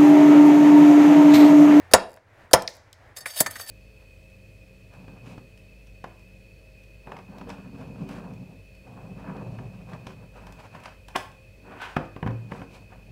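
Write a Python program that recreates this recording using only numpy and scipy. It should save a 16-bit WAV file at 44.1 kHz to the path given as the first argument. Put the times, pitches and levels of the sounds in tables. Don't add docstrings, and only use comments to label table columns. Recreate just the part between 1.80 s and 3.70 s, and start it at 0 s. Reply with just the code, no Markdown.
import sys
import numpy as np
from scipy import signal
from scipy.fft import rfft, irfft
from scipy.io import wavfile
from scipy.ndimage import uniform_filter1d

SR = 44100
rng = np.random.default_rng(int(sys.argv[2]) if len(sys.argv) > 2 else 0)


def materialize(psi):
    bounded = np.clip(np.atleast_2d(psi).T, -1, 1)
    quanta = np.round(bounded * 32767).astype(np.int16)
    wavfile.write(sys.argv[1], SR, quanta)


N = 83790

# frequency in Hz, relative density in dB.
AIR_SPECTRUM = [(25, -13.5), (55, -4.5), (98, 6), (160, -15.5), (380, -13), (600, -9), (1300, -16),
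                (1850, -12), (3200, -28), (7000, -37.5), (16000, -46.5)]
HISS_SPECTRUM = [(300, -21), (600, 9), (1200, -3), (2000, 0.5), (3200, 9), (5000, -9.5), (9000, 2.5),
                 (13500, -6.5), (16000, -11)]
THUD_SPECTRUM = [(25, -10), (55, -12), (130, -2.5), (330, -7), (620, 4.5), (1100, -0.5), (1500, -8.5),
                 (3000, -19), (8000, -42)]
CRACK_SPECTRUM = [(100, -4.5), (600, -1), (2000, -0.5), (4500, 5.5), (8000, -1), (11000, 1), (16000, -15)]
# band centre in Hz, gain in dB, T60 in seconds.
YARD_BANDS = [(60, -12.5, 0.31), (170, -9.5, 0.35), (330, -14.5, 0.34), (620, -14.5, 0.4),
              (1200, -10.5, 0.29), (2472, -14.5, 0.3), (5340, -25, 0.29), (8860, -27.5, 0.31),
              (15000, -33.5, 0.13)]
# start in seconds, level in dB, centre in Hz, half-width in octaves.
CHIPS = [(0.373, -45, 1206, 0.96), (0.822, -32, 5950, 0.86), (0.8766, -20, 4510, 0.31),
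         (0.88, -29.5, 2160, 0.32), (1.129, -42.5, 5440, 0.98), (1.133, -42, 3223, 0.053)]
# frequency in Hz, T60 in seconds, relative level in dB when rubbed.
BLADE_HZ = [1795, 3700, 4590, 5178, 5400, 6400, 6762, 7700, 9240, 9810, 10700, 12310, 13150, 14010]
BLADE_T60_S = [0.26, 0.043, 0.059, 0.047, 0.23, 0.042, 0.055, 0.065, 0.05, 0.037, 0.05, 0.049, 0.035, 0.06]
BLADE_RUB_DB = [-6.5, -9, -0.5, -7.5, -14.5, -6.5, -15, -5, -3.5, -13.5, -6, -7.5, -13.5, -4]
BLADE_CHOP_DB = [
    [-36.5, -31, -32, -29.5, -39, -30.5, -12, -19, -11, -30.5, -33, -33.5, -32, -41],
    [-38, -40.5, -27, -9, -36, -21, -19.5, -41, -11.5, -20, -21, -27.5, -13, -38],
]
# time in seconds, strength in dB.
RASP_ENVELOPE = [(1.353, -64), (1.371, -29), (1.39, -62), (1.403, -71), (1.412, -45), (1.45, -61),
                 (1.462, -33), (1.522, -37.5), (1.532, -42), (1.564, -26), (1.601, -26.5), (1.621, -36),
                 (1.645, -41), (1.69, -51), (1.711, -35), (1.728, -41), (1.785, -39.5), (1.815, -30.5),
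                 (1.854, -46), (1.9, -24.5)]
# centre in Hz, width in Hz.
KNOCK_BANDS = [(185, 110), (580, 300), (1250, 390), (1920, 770), (4800, 11000), (10500, 8700)]
# start in seconds, contact in seconds, six band levels in dB, ring drive in dB.
KNOCKS = [(0.1127, 0.011, -51.5, -41.5, -48.5, -57.5, -45.5, -53, -64),
          (0.712, 0.002, -57, -41, -44, -63, -47.5, -70, -48),
          (1.365, 0.022, -62, -53.5, -56, -52.5, -46, -62, -42.5),
          (1.406, 0.005, -76, -57, -76, -63, -52, -53, -43),
          (1.4579, 0.00092, -60, -36.5, -33, -23, -45, -67, -33.5),
          (1.604, 0.0047, -22.5, -20, -34, -30.5, -20.5, -12.5, -29),
          (1.6619, 0.0042, -56, -27, -29.5, -27, -31.5, -57, -34.5),
          (1.71, 0.002, -67, -54, -67, -49, -49, -35.5, -69),
          (1.756, 0.011, -57.5, -53, -47, -40, -42.5, -64, -69),
          (1.7972, 0.00055, -60, -47.5, -37, -36.5, -37.5, -43, -53)]
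# frequency in Hz, level in dB before the boom gain, T60 in seconds.
POLE_HZ = [194, 378, 530, 649, 720, 815, 921, 989, 1143, 1375, 1571, 1765, 1950]
POLE_DB = [-26.5, -21, -3.5, -4, -4, -13.5, -7.5, -5, -15.5, -22.5, -17.5, -11, -21.5]
POLE_T60_S = [0.19, 0.088, 0.056, 0.053, 0.07, 0.088, 0.072, 0.071, 0.062, 0.16, 0.015, 0.042, 0.084]
# start in seconds, crack hold in seconds, crack level in dB, boom delay in seconds,
# boom gain in dB.
CHOPS = [(0.1359, 0.0031, -1.5, 0.0032, 0.5), (0.7323, 0.0057, -7.5, 0.005, -0.5)]

TICK_FALL_S, KNOCK_FALL_S = 0.0014, 0.0059
BIN_HZ = np.maximum(np.arange(N // 2 + 1) * SR / N, 1)


def undb(db):
    return 10 ** (np.asarray(db) / 20)


def unit(x):
    return x / np.sqrt(np.mean(x ** 2) + 1e-18)


def noise():
    return rng.standard_normal(N)


def wander(samples):
    return unit(uniform_filter1d(uniform_filter1d(noise(), samples), samples))


def shaped(x, gains):
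    return irfft(rfft(x) * gains, N)


def colour(x, spectrum):
    hz, db = np.array(spectrum, float).T
    return unit(shaped(x, undb(np.interp(np.log(BIN_HZ), np.log(hz), db))))


def band_noise(centre_hz, width_hz):
    detune = (BIN_HZ ** 2 - centre_hz ** 2) / (BIN_HZ * width_hz)
    return shaped(noise(), 1 / np.hypot(1, detune ** 2))


def since(start_s):
    return np.maximum(np.arange(N) / SR - start_s, 0)


def burst(start_s, hold_s, fall_s):
    return (since(start_s) > 0) * np.exp(-since(start_s + hold_s) / fall_s)


def ring(start_s, hz, t60_s):
    age_s = since(start_s)
    return np.sin(2 * np.pi * hz * age_s) * np.exp(-np.log(1000) * age_s / t60_s)


def air(level_db=-55, swell_db=3.45):
    return undb(level_db + swell_db * wander(4000)) * colour(noise(), AIR_SPECTRUM)


def yard_echo(x, gap_s=0.0093, near_db=-18.5):
    tail, log_centres = noise(), np.log([row[0] for row in YARD_BANDS])
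    response = undb(near_db) * unit(noise() * burst(gap_s, 0, fall_s=0.0044))
    for selector, (_, db, t60_s) in zip(np.eye(len(YARD_BANDS)), YARD_BANDS):
        band = shaped(tail, np.interp(np.log(BIN_HZ), log_centres, selector))
        response += undb(db) * band * unit(burst(gap_s, 0, t60_s / np.log(1000)))
    return signal.fftconvolve(x, response / np.sqrt(N))[:N]


def pressed_blade(x, stretch=1, half_width_hz=170, valley_db=-12):
    peaks = sum(undb(db) / (1 + ((BIN_HZ - hz * stretch) / half_width_hz) ** 2)
                for hz, db in zip(BLADE_HZ, BLADE_RUB_DB))
    bass = 1 / (1 + (BIN_HZ / BLADE_HZ[0]) ** 2)
    return unit(shaped(x, peaks + undb(valley_db) * (1 + bass)))


def rubbed_blade(force, wander_db=2.5, drift_hz=25):
    out, shares = np.zeros(N), undb(BLADE_RUB_DB)
    for hz, t60_s, share in zip(BLADE_HZ, BLADE_T60_S, shares / np.linalg.norm(shares)):
        feedback = np.exp((2j * np.pi * hz - np.log(1000) / t60_s) / SR)
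        push = force * share * undb(wander_db * wander(1500))
        mode = signal.lfilter([np.sqrt(2 * (1 - abs(feedback) ** 2))], [1, -feedback], push)
        bend = np.exp(2j * np.pi * np.cumsum(drift_hz * wander(2500)) / SR)
        out += (bend * mode).imag
    return out


def blade_ticks(from_s=0.15, until_s=0.24, rate_per_s=130, level_db=-48):
    pulling = sum((since(start_s) > from_s) & (since(start_s) < until_s) for start_s, *_ in CHOPS)
    contacts = pulling * (rng.random(N) < rate_per_s / SR) * rng.random(N)
    tick = pressed_blade(noise()) * burst(0, 0, TICK_FALL_S)
    return undb(level_db) * signal.fftconvolve(contacts, tick)[:N]


def chips(skitter_hz=4930, skitter_db=-30):
    out, litter = np.zeros(N), unit(band_noise(skitter_hz, skitter_hz / 2))
    for start_s, db, hz, octaves in CHIPS:
        band = unit(shaped(noise(), 1 / (1 + (np.log2(BIN_HZ / hz) / octaves) ** 4)))
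        tick = band * burst(start_s, hold_s=0.00093, fall_s=TICK_FALL_S)
        skitter = undb(skitter_db) * litter * burst(start_s, 0, fall_s=0.058)
        out += undb(db) * (tick + skitter)
    return out


def rasp(slips_per_s=3300, spread_db=5, grip_detune=0.026, sizzle_db=1.5, hiss_db=-13.5, ring_db=-9):
    times_s, db = np.array(RASP_ENVELOPE).T
    strength = undb(np.interp(np.arange(N) / SR, times_s, db)) * (since(times_s[0]) > 0)
    catches = rng.random(N) < slips_per_s / SR
    slips = unit(catches * undb(spread_db * noise()) * np.sign(noise()))
    skin = colour(slips, HISS_SPECTRUM)
    push = strength / strength.max()
    pressure = np.clip(push + 0.5 * wander(900), -1, 1)
    hiss = sum(np.maximum(1 - abs(pressure - step), 0) * pressed_blade(skin, 1 + step * grip_detune)
               for step in (-1, 0, 1))
    sizzle = undb(sizzle_db) * push * unit(np.diff(hiss, prepend=0))
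    return undb(hiss_db) * strength * (hiss + sizzle) + undb(ring_db) * rubbed_blade(strength * slips)


def knocks(low_lag_s=0.0027):
    crunch, force = np.zeros(N), np.zeros(N)
    bands = [pressed_blade(band_noise(hz, width_hz)) for hz, width_hz in KNOCK_BANDS]
    for start_s, hold_s, *bands_db, ring_db in KNOCKS:
        for k, (band, db) in enumerate(zip(bands, bands_db)):
            crunch += undb(db) * band * burst(start_s + low_lag_s * (k < 2), hold_s, KNOCK_FALL_S)
        force += undb(ring_db) * burst(start_s, hold_s, KNOCK_FALL_S)
    return crunch + rubbed_blade(force * noise())


def chops(thud_db=-7, boom_rise_s=0.0014, flex_hz=606, flex_db=12):
    out = np.zeros(N)
    for (start_s, hold_s, crack_db, delay_s, boom_db), blade_db in zip(CHOPS, BLADE_CHOP_DB):
        crack = burst(start_s, hold_s, fall_s=0.0026) * colour(noise(), CRACK_SPECTRUM)
        boom_s = start_s + delay_s
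        pole = sum(undb(db) * ring(boom_s, hz, t60_s)
                   for hz, db, t60_s in zip(POLE_HZ, POLE_DB, POLE_T60_S))
        thud = undb(thud_db) * burst(boom_s, 0, fall_s=0.013) * colour(noise(), THUD_SPECTRUM)
        boom = (pole + thud) * (1 - np.exp(-since(boom_s) / boom_rise_s))
        flex = ring(boom_s, flex_hz, t60_s=0.014) * (1 - np.exp(-since(boom_s) * flex_hz))
        blade = sum(undb(db) * ring(boom_s, hz, t60_s)
                    for hz, db, t60_s in zip(BLADE_HZ, blade_db, BLADE_T60_S))
        out += undb(crack_db) * crack + undb(boom_db) * boom + undb(flex_db) * flex + blade
    return out


def scene(rub_send_db=-1.5):
    blows = chops() + chips() + blade_ticks()
    rubbing = knocks() + rasp()
    echo = yard_echo(2 * np.tanh(blows / 2) + undb(rub_send_db) * rubbing)
    return (blows + rubbing + echo + air())[None]


def record(dry, cutoff_hz=16000):
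    lowpass = signal.ellip(10, 0.1, 70, cutoff_hz, fs=SR, output="sos")
    return signal.sosfilt(lowpass, np.clip(dry, -1, 1))


dry = scene()
out = record(dry)
materialize(out)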